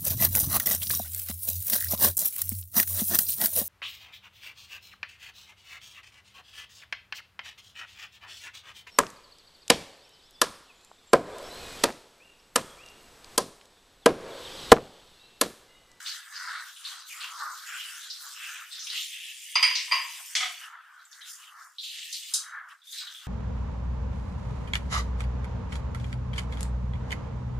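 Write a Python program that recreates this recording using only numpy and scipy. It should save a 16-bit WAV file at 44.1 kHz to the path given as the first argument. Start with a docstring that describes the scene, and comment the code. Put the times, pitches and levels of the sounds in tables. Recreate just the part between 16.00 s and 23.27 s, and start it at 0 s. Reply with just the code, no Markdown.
"""In a small kitchen, a tap sprays into a ceramic sink while gloved hands rinse dishes and chopsticks.
Water gurgles in the basin, splashes off whatever is held in the jet and hisses as fine mist: random drops
filtered into pitch bands, each band wavering randomly in level; sudden slaps are decaying noise bands over
a steady tap hiss. A plate knocks against the crockery, a bowl is dragged out and chopsticks clink: struck
modes ring and rattle, with a faint room echo. The microphone carries no bass."""
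import sys
import numpy as np
from scipy import signal
from scipy.io import wavfile

SR = 44100
rng = np.random.default_rng(int(sys.argv[2]) if len(sys.argv) > 2 else 0)


def to_wav(s):
    """Save 16-bit WAV."""
    ch = np.atleast_2d(s).T  # columns
    pcm = np.round(np.clip(ch, -1, 1) * 32767)  # PCM
    wavfile.write(sys.argv[1], SR, pcm.astype(np.int16))


N = 320607  # samples in the scene
STEP = 32  # samples between control points
CONTROL_S = np.arange(N // STEP + 2) * STEP / SR

# Surges of water gurgling into the basin. Each row: peak time in seconds, nominal peak level in dB,
# bubble pitch in Hz, rise in seconds, fall in seconds; rise and fall span 10 dB.
GURGLE_SURGES = [(0.0, -46.5, 1575, .1, 0.23), (.17, -53, 1700, 0.09, .15), (.34, -50, 1650, 0.11, .1),
                 (.52, -37.5, 1512, 0.15, 0.13), (.93, -48.5, 1430, 0.11, 0.14),
                 (1.23, -45, 1360, 0.072, 0.089), (1.33, -47.5, 1295, 0.085, 0.17),
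                 (1.42, -36, 1304, 0.048, 0.13), (1.77, -43.5, 1596, 0.2, 0.062),
                 (1.9, -50, 1560, 0.1, 0.22), (2.27, -48, 1373, 0.069, 0.066), (2.44, -48, 1590, .09, 0.24),
                 (2.61, -46, 1566, 0.088, 0.042), (2.78, -54, 1810, 0.032, 0.083),
                 (2.91, -53, 1820, 0.028, 0.08), (2.95, -60.5, 760, .15, 0.075),
                 (3.17, -65.5, 1870, 0.076, 0.16), (4.198, -55.5, 1570, .04, 0.029),
                 (4.33, -55.5, 1783, 0.041, .3), (4.64, -46.5, 1520, 0.037, 0.16),
                 (4.76, -49.5, 1370, 0.13, 0.072), (4.97, -55.5, 1403, 0.28, 0.13),
                 (5.21, -54, 1620, 0.12, 0.19), (5.4, -57.5, 1390, 0.044, 0.089),
                 (5.6, -47.5, 1410, .12, 0.095), (5.99, -67, 1570, 0.058, 0.064),
                 (6.34, -53.5, 1320, 0.023, 0.12), (6.55, -42.5, 1503, 0.095, 0.13),
                 (6.73, -51, 1415, 0.14, 0.032), (6.96, -55.5, 1870, 0.04, 0.07),
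                 (7.03, -50.5, 1610, 0.025, 0.11), (7.27, -49.5, 1524, 0.055, .1)]


def gurgle():
    """Bubble resonance: surges excite a swarm of low-pitched drops whose pitch follows the loudest surge."""
    level_db, pitch_hz = swells(GURGLE_SURGES, shape=1.45)
    return droplets(level_db, pitch_hz, 0.26, np.geomspace(560, 2150, num=12), per_s=1600,
                    spread_db=0.2, skirt_db=-13.5, skirt_octaves=0.66, waver_db=2.5)


# Hands and dishes passing through the jet. Each row: peak time in seconds, nominal peak level in dB,
# droplet pitch in Hz, rise in seconds, fall in seconds; rise and fall span 10 dB.
JET_PASSES = [(0.0, -52.5, 3380, .1, .1), (.066, -33.5, 3990, 0.011, 0.086), (.36, -42, 4680, 0.028, 0.21),
              (.55, -45.5, 3480, 0.066, 0.076), (.24, -56.5, 2910, .05, .1),
              (.68, -51.5, 3300, 0.055, 0.074), (.86, -41.5, 3880, 0.025, 0.14),
              (1.01, -52, 4600, 0.059, 0.13), (1.12, -45, 2420, 0.028, 0.077),
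              (1.24, -40, 2810, 0.057, 0.073), (1.4, -47.5, 4560, 0.058, 0.19),
              (1.59, -49.5, 4140, 0.044, 0.1), (1.69, -43.5, 2480, 0.029, 0.27),
              (1.81, -42, 3240, 0.073, 0.14), (2.05, -46.5, 3830, 0.075, 0.04),
              (2.12, -46, 4280, 0.076, .25), (2.44, -42, 2670, 0.088, 0.22), (2.6, -58, 2330, .2, .05),
              (2.73, -41.5, 4050, 0.016, .15), (2.98, -32.5, 3340, 0.067, 0.084),
              (3.14, -42.5, 2980, .1, 0.14), (3.28, -43.5, 3040, 0.13, .15),
              (3.53, -46.5, 2930, 0.21, 0.72), (4.19, -51, 3230, 0.34, 0.08),
              (4.64, -50.5, 2862, 0.6, 0.047), (5.02, -63.5, 4500, 0.044, .05),
              (5.13, -53.5, 4400, 0.0077, 0.051), (5.218, -43, 3800, .007, 0.0073),
              (5.284, -50, 3380, 0.043, 0.032), (5.442, -52.5, 3130, 0.066, 0.033),
              (5.634, -58.5, 4970, 0.077, 0.018), (5.99, -41.5, 3210, 0.098, .25),
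              (6.132, -35, 4620, 0.0086, 0.053), (6.26, -45, 3520, .15, 0.14),
              (6.716, -56, 2870, .025, 0.022), (6.874, -60, 3570, 0.036, 0.064),
              (6.998, -39, 4100, 0.065, .07), (7.2, -53.5, 3200, 0.17, .3)]


def splash():
    """Droplet impact noise: each pass through the jet swells a mid-pitched swarm; also returns its level."""
    level_db, pitch_hz = swells(JET_PASSES, shape=1.23)
    sound = droplets(level_db, pitch_hz, 0.2, np.geomspace(1800, 6500, num=14), per_s=3500,
                     spread_db=1.5, skirt_db=-3, skirt_octaves=0.65, waver_db=2.5)
    return sound, level_db


MIST_HZ, MIST_PER_SPLASH_DB = 7200, -18  # centre; share thrown up by each pass

# Level of the fine mist apart from the splashes' share. Each row: time in seconds, nominal level in dB.
MIST_LEVEL = [(0.0, -52), (.1, -44.5), (.25, -56.5), (.33, -53), (.8, -53.5), (.92, -48.5), (1.05, -62),
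              (1.09, -46), (1.48, -51), (1.6, -49), (1.93, -45), (2.09, -52.5), (2.23, -45), (2.37, -50),
              (2.5, -45), (2.68, -56), (3.01, -42.5), (3.16, -48.5), (4.33, -46), (4.66, -53),
              (4.77, -81.5), (5.1, -66), (5.125, -57.5), (5.22, -60.5), (5.294, -45.5), (5.56, -66),
              (5.62, -59), (5.77, -66.5), (5.84, -47.5), (6.32, -47), (6.54, -82), (6.68, -81), (6.69, -64),
              (6.83, -77.5), (6.845, -62), (6.936, -43.5), (7.09, -56.5), (7.134, -51), (7.27, -57)]


def mist(splash_db):
    """Power addition: the mist's own level and a share of the splash drive a broad, high-pitched swarm."""
    own_db = np.interp(CONTROL_S, *np.transpose(MIST_LEVEL))
    power = from_db(2 * own_db) + from_db(2 * (splash_db + MIST_PER_SPLASH_DB))
    level_db = 10 * np.log10(power)
    centre_hz = np.full(len(level_db), MIST_HZ)
    return droplets(level_db, centre_hz, 0.34, np.geomspace(4800, 15500, num=10), per_s=4000,
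                    spread_db=1.0, skirt_db=0.5, skirt_octaves=3.3, waver_db=3.0)


SLAP_CREST_DB = 15  # allowance for the peak of a slap over its rms

# Sudden slaps of water. Each row: start in seconds, nominal peak level in dB, pitch in Hz,
# t60 in seconds, width in octaves.
WATER_SLAPS = [(0.0607, -24, 4340, 0.26, 0.42), (0.3623, -23, 4900, 0.12, 0.26),
               (0.548, -33, 3730, 0.26, 0.43), (0.7603, -34.5, 3220, 0.76, 0.57),
               (0.8493, -20, 3950, 0.27, 0.36), (1.1218, -31.5, 2150, 0.29, 0.57),
               (1.203, -25, 4100, 0.42, 0.48), (1.516, -31, 7340, 0.26, 0.31), (2.1, -20.5, 4620, 0.3, 0.6),
               (2.714, -36, 4140, 0.27, 0.29), (2.792, -24, 5670, 0.98, 0.37),
               (2.868, -22, 3120, 0.25, 0.65), (2.899, -20, 4180, 0.43, 0.45),
               (5.0488, -38.5, 7500, 0.16, 0.22), (5.1133, -37, 6100, 0.37, 0.41),
               (5.219, -29.5, 3600, 0.31, 0.27), (5.251, -44, 3680, 0.33, 0.4),
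               (5.471, -35, 2920, 0.21, 0.3), (5.7826, -20, 3880, 0.4, 0.4), (5.8326, -22.5, 3540, 1, 0.69),
               (6.6897, -48, 2120, 0.28, 0.45), (6.8167, -44, 3570, 0.5, 0.2),
               (6.869, -32, 3540, 0.43, 0.13), (6.926, -22, 3820, 0.17, 0.34),
               (7.0698, -26, 3500, 0.37, 0.42), (7.1464, -25.5, 3410, 0.32, 0.16)]


def slaps():
    """Impulsive spatter: water caught by a moving hand or dish bursts into a narrow, decaying noise band."""
    out = np.zeros((2, N))
    for start_s, peak_db, hz, t60, octaves in WATER_SLAPS:
        add(out, *burst(start_s, peak_db - SLAP_CREST_DB, hz, octaves, t60))
    return out


# Plate knocks. Each row: start in seconds, relative level in dB, brightness in dB per octave,
# rattle t60 in seconds, clatter against the knock in dB, clatter pitch in Hz, clatter t60 in seconds.
PLATE_KNOCKS = [(3.554, -7, -1, 0.34, -17.5, 2580, 0.35), (3.626, -3.5, 2, 0.45, -23.5, 2430, 0.93),
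                (3.699, -24.5, -1, 0.17, -9, 2570, 0.62), (3.752, -24.5, 5, 0.18, -1, 4550, 0.38),
                (3.878, -39.5, -8, 0.9, -21, 1200, 0.18), (3.911, -17.5, -6, 0.22, -12, 2400, 0.18),
                (3.919, -7.5, -1.5, 0.34, -20, 2380, 0.54), (3.939, -19.5, -3.5, 0.76, -21, 2460, 1),
                (3.957, -23.5, -8.5, 0.37, -20.5, 2460, 0.34), (4.189, -50, -0.5, 0.14, -6.5, 830, 0.23)]
# Plate modes. Each row: nominal frequency in Hz, relative level in dB, t60 in seconds before damping.
PLATE_MODES = [(630, -26, .08), (780, -27, .07), (974, -18, .12), (1008, -11, .18), (1076, -9, .15),
               (1150, -13, .07), (1268, -15, .09), (2006, -8, .1), (2070, -10, .07), (2179, -4, .12),
               (2288, -9, .07), (2338, -6, .1), (2455, -10, .07), (2592, -8, .08), (2816, -10, .1),
               (2978, -9, .08), (3120, -9, .08), (3300, -12, .06), (4790, -1, .1), (4848, 3, .14),
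               (4899, -2, .07), (4969, -4, .06), (5860, -18, .06), (6168, -13, .1), (7550, -24, .06),
               (8640, -20, .08), (9087, -18, .08)]


def plate():
    """Modal synthesis: a plate knocks against the crockery and its modes ring."""
    return crockery(PLATE_KNOCKS, PLATE_MODES, ring_db=-11.5, swell_s=0.0024,
                    clatter_octaves=0.74, damping=1.55)


# Contacts of a bowl dragged over the pile. Each row: start in seconds, relative level in dB, brightness in
# dB per octave, rattle t60 in seconds, clatter against the contact in dB, clatter pitch in Hz,
# clatter t60 in seconds.
BOWL_CONTACTS = [(4.351, -14, 2.5, 0.48, -8, 3440, 0.17), (4.361, -15.5, 2.5, 0.59, -14.5, 4100, 0.5),
                 (4.404, -19.5, -3.5, 0.45, -12.5, 2620, 0.23), (4.424, -20, -7, 0.37, -11.5, 2530, 0.24),
                 (4.454, -21, -4, 0.17, -13.5, 2440, 0.17), (4.495, -30, -5, 0.13, -16, 2460, 0.23)]
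# Bowl modes. Each row: nominal frequency in Hz, relative level in dB, t60 in seconds before damping.
BOWL_MODES = [(727, -19, .07), (1065, -14, .05), (1270, -8, .08), (1650, -8, .04), (2050, -3, .05),
              (2165, -1, .06), (2340, -3, .05), (3060, -2, .05), (3192, -3, .06), (3376, -2, .06),
              (4522, -5, .06), (5760, -7, .04), (6885, -7, .04), (8096, -12, .04)]


def bowl():
    """Repeated modal excitation: close contacts of the dragged bowl ring its modes, with wide clatter."""
    return crockery(BOWL_CONTACTS, BOWL_MODES, ring_db=-8.5, swell_s=0.0047,
                    clatter_octaves=1.82, damping=1.6)


# Chopstick clinks. Each row: start in seconds, relative level in dB, brightness in dB per octave,
# rattle t60 in seconds, clatter against the clink in dB, clatter pitch in Hz, clatter t60 in seconds.
STICK_CLINKS = [(6.127, -23, -.6, 0.21, -17.5, 6500, 0.45), (6.337, -14, -0.99, 0.18, -14, 6500, 0.19),
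                (6.341, -12, -0.83, 0.32, -12, 6300, 0.26), (6.347, -19.5, -1.1, .2, -16, 6500, 0.22)]
# Chopstick modes. Each row: nominal frequency in Hz, relative level in dB, t60 in seconds before damping.
STICK_MODES = [(3844, -7, .12), (4910, -8, .1), (5076, -6, .1), (5642, -11, .08), (6008, -5, .06),
               (6168, -5, .11), (6433, -10, .09), (7273, -4, .09), (7394, -1, .11), (8495, -10, .07),
               (9017, -11, .07), (9324, -10, .07), (9851, -10, .06), (10280, -9, .06), (11800, -8, .015),
               (13500, -7, .01), (15000, -7, .01)]


def chopsticks():
    """Modal synthesis of small bodies: high modes and a very quick onset make the clinks."""
    return crockery(STICK_CLINKS, STICK_MODES, ring_db=-11.5, swell_s=0.00059,
                    clatter_octaves=1.28, damping=1.33)


RATTLE_DB = -44  # scale of the random touches after a knock, against the knock itself
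GRIP_DETUNE = 0.0022  # each contact shifts the modes by about this share
# The snap of each contact.
CRACK_DB, CRACK_HZ, CRACK_OCTAVES, CRACK_T60_S = -28.5, 6450, 1.6, 0.042


def crockery(hits, modes, ring_db, swell_s, clatter_octaves, damping):
    """Modal superposition: a knock strikes every mode, rattling keeps them stirred, the pile clatters."""
    out, t = np.zeros((2, N)), np.arange(SR // 2) / SR
    swell = 1 - np.exp(-(t / swell_s) ** 2)  # wet, gloved contacts build up gradually
    for start_s, db, bright, rattle_t60, clatter_db, clatter_hz, clatter_t60 in hits:
        # Cubed noise gives sparse, uneven touches after the first click.
        rattle = from_db(RATTLE_DB - 60 * t / max(rattle_t60, .01))
        touches = rng.standard_normal(len(t)) ** 3 * rattle
        touches[0] = 1
        rings = 0
        for hz, mode_db, t60 in modes:
            strength, lean, shift = rng.standard_normal(3)
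            sides_db = 2.46 * lean * np.array([[1], [-1]])
            gain = from_db(mode_db + bright * np.log2(hz / 3000) + 2.9 * strength + sides_db)
            drive = signal.lfilter(*signal.iirpeak(hz, 3.5, SR), touches)
            rings = rings + gain * ring(drive, hz * (1 + GRIP_DETUNE * shift), t60 / damping)
        add(out, round(start_s * SR), from_db(db + ring_db) * swell * rings)
        add(out, *burst(start_s, db + clatter_db, clatter_hz, clatter_octaves, clatter_t60))
        crack_db = db + CRACK_DB + 2 * bright  # louder for bright knocks
        add(out, *burst(start_s, crack_db, CRACK_HZ, CRACK_OCTAVES, CRACK_T60_S))
    return out


def ring(clicks, hz, t60):
    """Damped harmonic oscillator: a unit click sets a sine of height 1 ringing."""
    r, w = from_db(-60 / (t60 * SR)), 2 * np.pi * hz / SR
    return signal.lfilter([0, np.sin(w)], [1, -2 * r * np.cos(w), r * r], clicks + 1e-18)


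def burst(start_s, db, hz, octaves, t60):
    """Exponential decay: a quickly rising noise band dies away; returns its first sample and sound."""
    t, half = np.arange(SR // 2) / SR, 2 ** (max(octaves, .05) / 2)
    noise = band(rng.standard_normal((2, len(t))), hz / half, hz * half, order=3)
    mid, side = (rms_one(row) for row in noise)
    onset = np.minimum(t / 0.0017, 1)
    fade = from_db(db - 60 * t / max(t60, .01)) * onset
    return round(start_s * SR), fade * stereo(mid, side, hz)


def droplets(level_db, centre, octaves, pitches, per_s, spread_db, skirt_db, skirt_octaves, waver_db):
    """Granular noise: random drops in pitch bands, loudest near the current pitch, each band wavering."""
    away = np.log2(pitches[:, None] / centre)
    core = np.exp(-.5 * (away / np.maximum(octaves, .05)) ** 2)
    skirt = from_db(skirt_db) * np.exp(-.5 * (away / skirt_octaves) ** 2)
    shares = core + skirt
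    even = from_db(level_db) / np.sqrt(np.sum(shares ** 2, axis=0))
    half = np.sqrt(pitches[1] / pitches[0])
    swarms = [swarm(per_s, spread_db) for _ in range(2)]  # neighbouring bands are independent
    out = np.zeros((2, N))
    for k, hz in enumerate(pitches):
        low, high = hz / half, hz * half
        waver = from_db(waver_db * drift(9.4))
        whole_to_band = np.sqrt(SR / 2 / (high - low))  # makes up for the power outside the band
        gain = even * shares[k] * waver * whole_to_band
        mid, side = band(swarms[k % 2], low, high, order=3)
        out += per_sample(gain) * stereo(mid, side, hz)
    return out


def swarm(per_s, spread_db):
    """Shot noise: drops land at random samples, most small, a few large; mid and side rows, rms 1."""
    out, count = np.full((2, N), 1e-9), int(per_s * N / SR)
    sizes = from_db(spread_db * np.minimum(rng.exponential(1, (2, count)), 5))
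    drops = sizes * rng.standard_normal((2, count))
    np.put_along_axis(out, rng.integers(0, N, (2, count)), drops, axis=1)
    return rms_one(out)


def swells(rows, shape):
    """Incoherent addition: swells add in power and weight the pitch; returns level in dB and pitch in Hz."""
    peak_s, db, hz, rise, fall = np.transpose(rows)[:, :, None]
    since = CONTROL_S - peak_s
    flank = np.abs(since) / np.maximum(np.where(since < 0, rise, fall), .003)
    # Flanks in dB: shape 1 is straight, 2 rounded.
    power = from_db(2 * np.maximum(db - 10 * flank ** shape, -120))
    total = power.sum(axis=0)
    return 10 * np.log10(total), np.sum(power * hz, axis=0) / total


# Likeness of the two channels. Each row: frequency in Hz, left-right correlation from 0 to 1.
CHANNEL_LIKENESS = [(640, 0.52), (1410, 0.94), (3100, 0.76), (6820, .45), (15000, 0.4)]


def stereo(mid, side, hz):
    """Interchannel correlation: left and right share the mid part as far as the likeness at hz says."""
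    alike = np.clip(at_hz(CHANNEL_LIKENESS, hz), 0, 1)
    opposed = side * np.array([[1], [-1]])
    return (np.sqrt(1 + alike) * mid + np.sqrt(1 - alike) * opposed) / np.sqrt(2)


TAP_DB = -71  # rms of the whole hiss before the bass cut

# Spectrum of the steady tap hiss. Each row: frequency in Hz, relative density in dB per Hz.
TAP_SPECTRUM = [(500, -39), (800, -14.5), (1500, 1.5), (2200, -5.5), (3200, -7.5), (4500, -8.5),
                (7500, -11), (12000, -13.5), (16000, -16.5)]


def tap_hiss():
    """Turbulent flow noise: half-octave noise bands of the running tap, each drifting in level."""
    out, white = 0, rng.standard_normal((2, 2, N))
    for k, low in enumerate(450 * 2 ** np.arange(0, 5.1, .5)):
        mid, side = band(white[k % 2], low, low * np.sqrt(2))
        hz = low * 2 ** .25
        gain = from_db(at_hz(TAP_SPECTRUM, hz) + 2.8 * drift(5.0))
        out = out + per_sample(gain) * stereo(mid, side, hz)
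    return from_db(TAP_DB) * rms_one(out)


KITCHEN_T60_S, WALL_CUT_HZ, ROOM_DB = 0.3, 8300, -24  # t60 before the walls' treble loss
FIRST_KNOCK_S = 3.5  # the dishes have nothing to echo before this


def kitchen(x):
    """Reverberation by recirculation: eight feedback delays a side, duller on every round."""
    out, dull = np.zeros((2, len(x))), np.exp(-2 * np.pi * WALL_CUT_HZ / SR)
    for k, lag in enumerate((rng.uniform(.009, .03, 16) * SR).astype(int)):
        loop, gain, state = x.copy(), from_db(-60 * lag / SR / KITCHEN_T60_S), [0.]
        for i in range(lag, len(x), lag):  # one block per round
            back, state = signal.lfilter([gain * (1 - dull)], [1, -dull], loop[i - lag:i], zi=state)
            loop[i:i + lag] += back[:len(x) - i]
        out[k % 2] += (loop - x) * (-1) ** (k // 2)
    return out


def drift(rate_hz):
    """Low-passed randomness: noise through a double one-pole filter on the control points, rms 1."""
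    r = np.exp(-2 * STEP * np.pi * rate_hz / SR)
    noise = rng.standard_normal(len(CONTROL_S) + 2000)
    return rms_one(signal.lfilter([1], [1, -2 * r, r * r], noise)[2000:])  # start-up dropped


def band(x, low_hz, high_hz, order=2):
    """Band limitation: a Butterworth filter passes one range of pitch."""
    edges = [low_hz, min(high_hz, .45 * SR)]
    return signal.sosfilt(signal.butter(order, edges, "band", fs=SR, output="sos"), x)


def at_hz(points, hz):
    """Logarithmic pitch: interpolates a spectrum table along log frequency."""
    table_hz, values = np.transpose(points)
    return np.interp(np.log(hz), np.log(table_hz), values)


def per_sample(control):
    """Linear interpolation: control points become one value per sample."""
    return np.interp(np.arange(N) / STEP, np.arange(len(control)), control)


def from_db(db):
    """Decibel law: 20 dB is a factor of ten in amplitude."""
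    return 10 ** (np.asarray(db) / 20)


def rms_one(x):
    """Root-mean-square normalisation: scales the whole array to rms 1."""
    return x / np.sqrt(np.mean(x ** 2) + 1e-20)


def add(out, at, sound):
    """Linear superposition: adds a sound from sample 'at' on, cut at the scene's end."""
    out[:, at:at + sound.shape[1]] += sound[:, :N - at]


LEFT_DB = 0.22  # left raised and right lowered by this


def scene():
    """Superposition: water, dishes with their room echo, and tap hiss add up."""
    splashes, splash_db = splash()
    water = gurgle() + splashes + mist(splash_db) + slaps()
    dishes = plate() + bowl() + chopsticks()
    first = round(FIRST_KNOCK_S * SR)
    dishes[:, first:] += from_db(ROOM_DB) * kitchen(dishes[:, first:].mean(axis=0))
    return (water + dishes + tap_hiss()) * from_db([[LEFT_DB], [-LEFT_DB]])


BASS_CUT_HZ, SELF_NOISE_DB, CUTOFF_HZ = 657, -103, 15900


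def record(dry):
    """Transducer band limits: a steep bass cut, faint self-noise, then the top is cut."""
    thin = signal.sosfilt(signal.butter(8, BASS_CUT_HZ, "high", fs=SR, output="sos"), dry)
    thin = thin + from_db(SELF_NOISE_DB) * rng.standard_normal(dry.shape)
    return signal.sosfilt(signal.cheby2(14, 70, CUTOFF_HZ + 300, fs=SR, output="sos"), thin)


dry = scene()
out = record(dry)
to_wav(out)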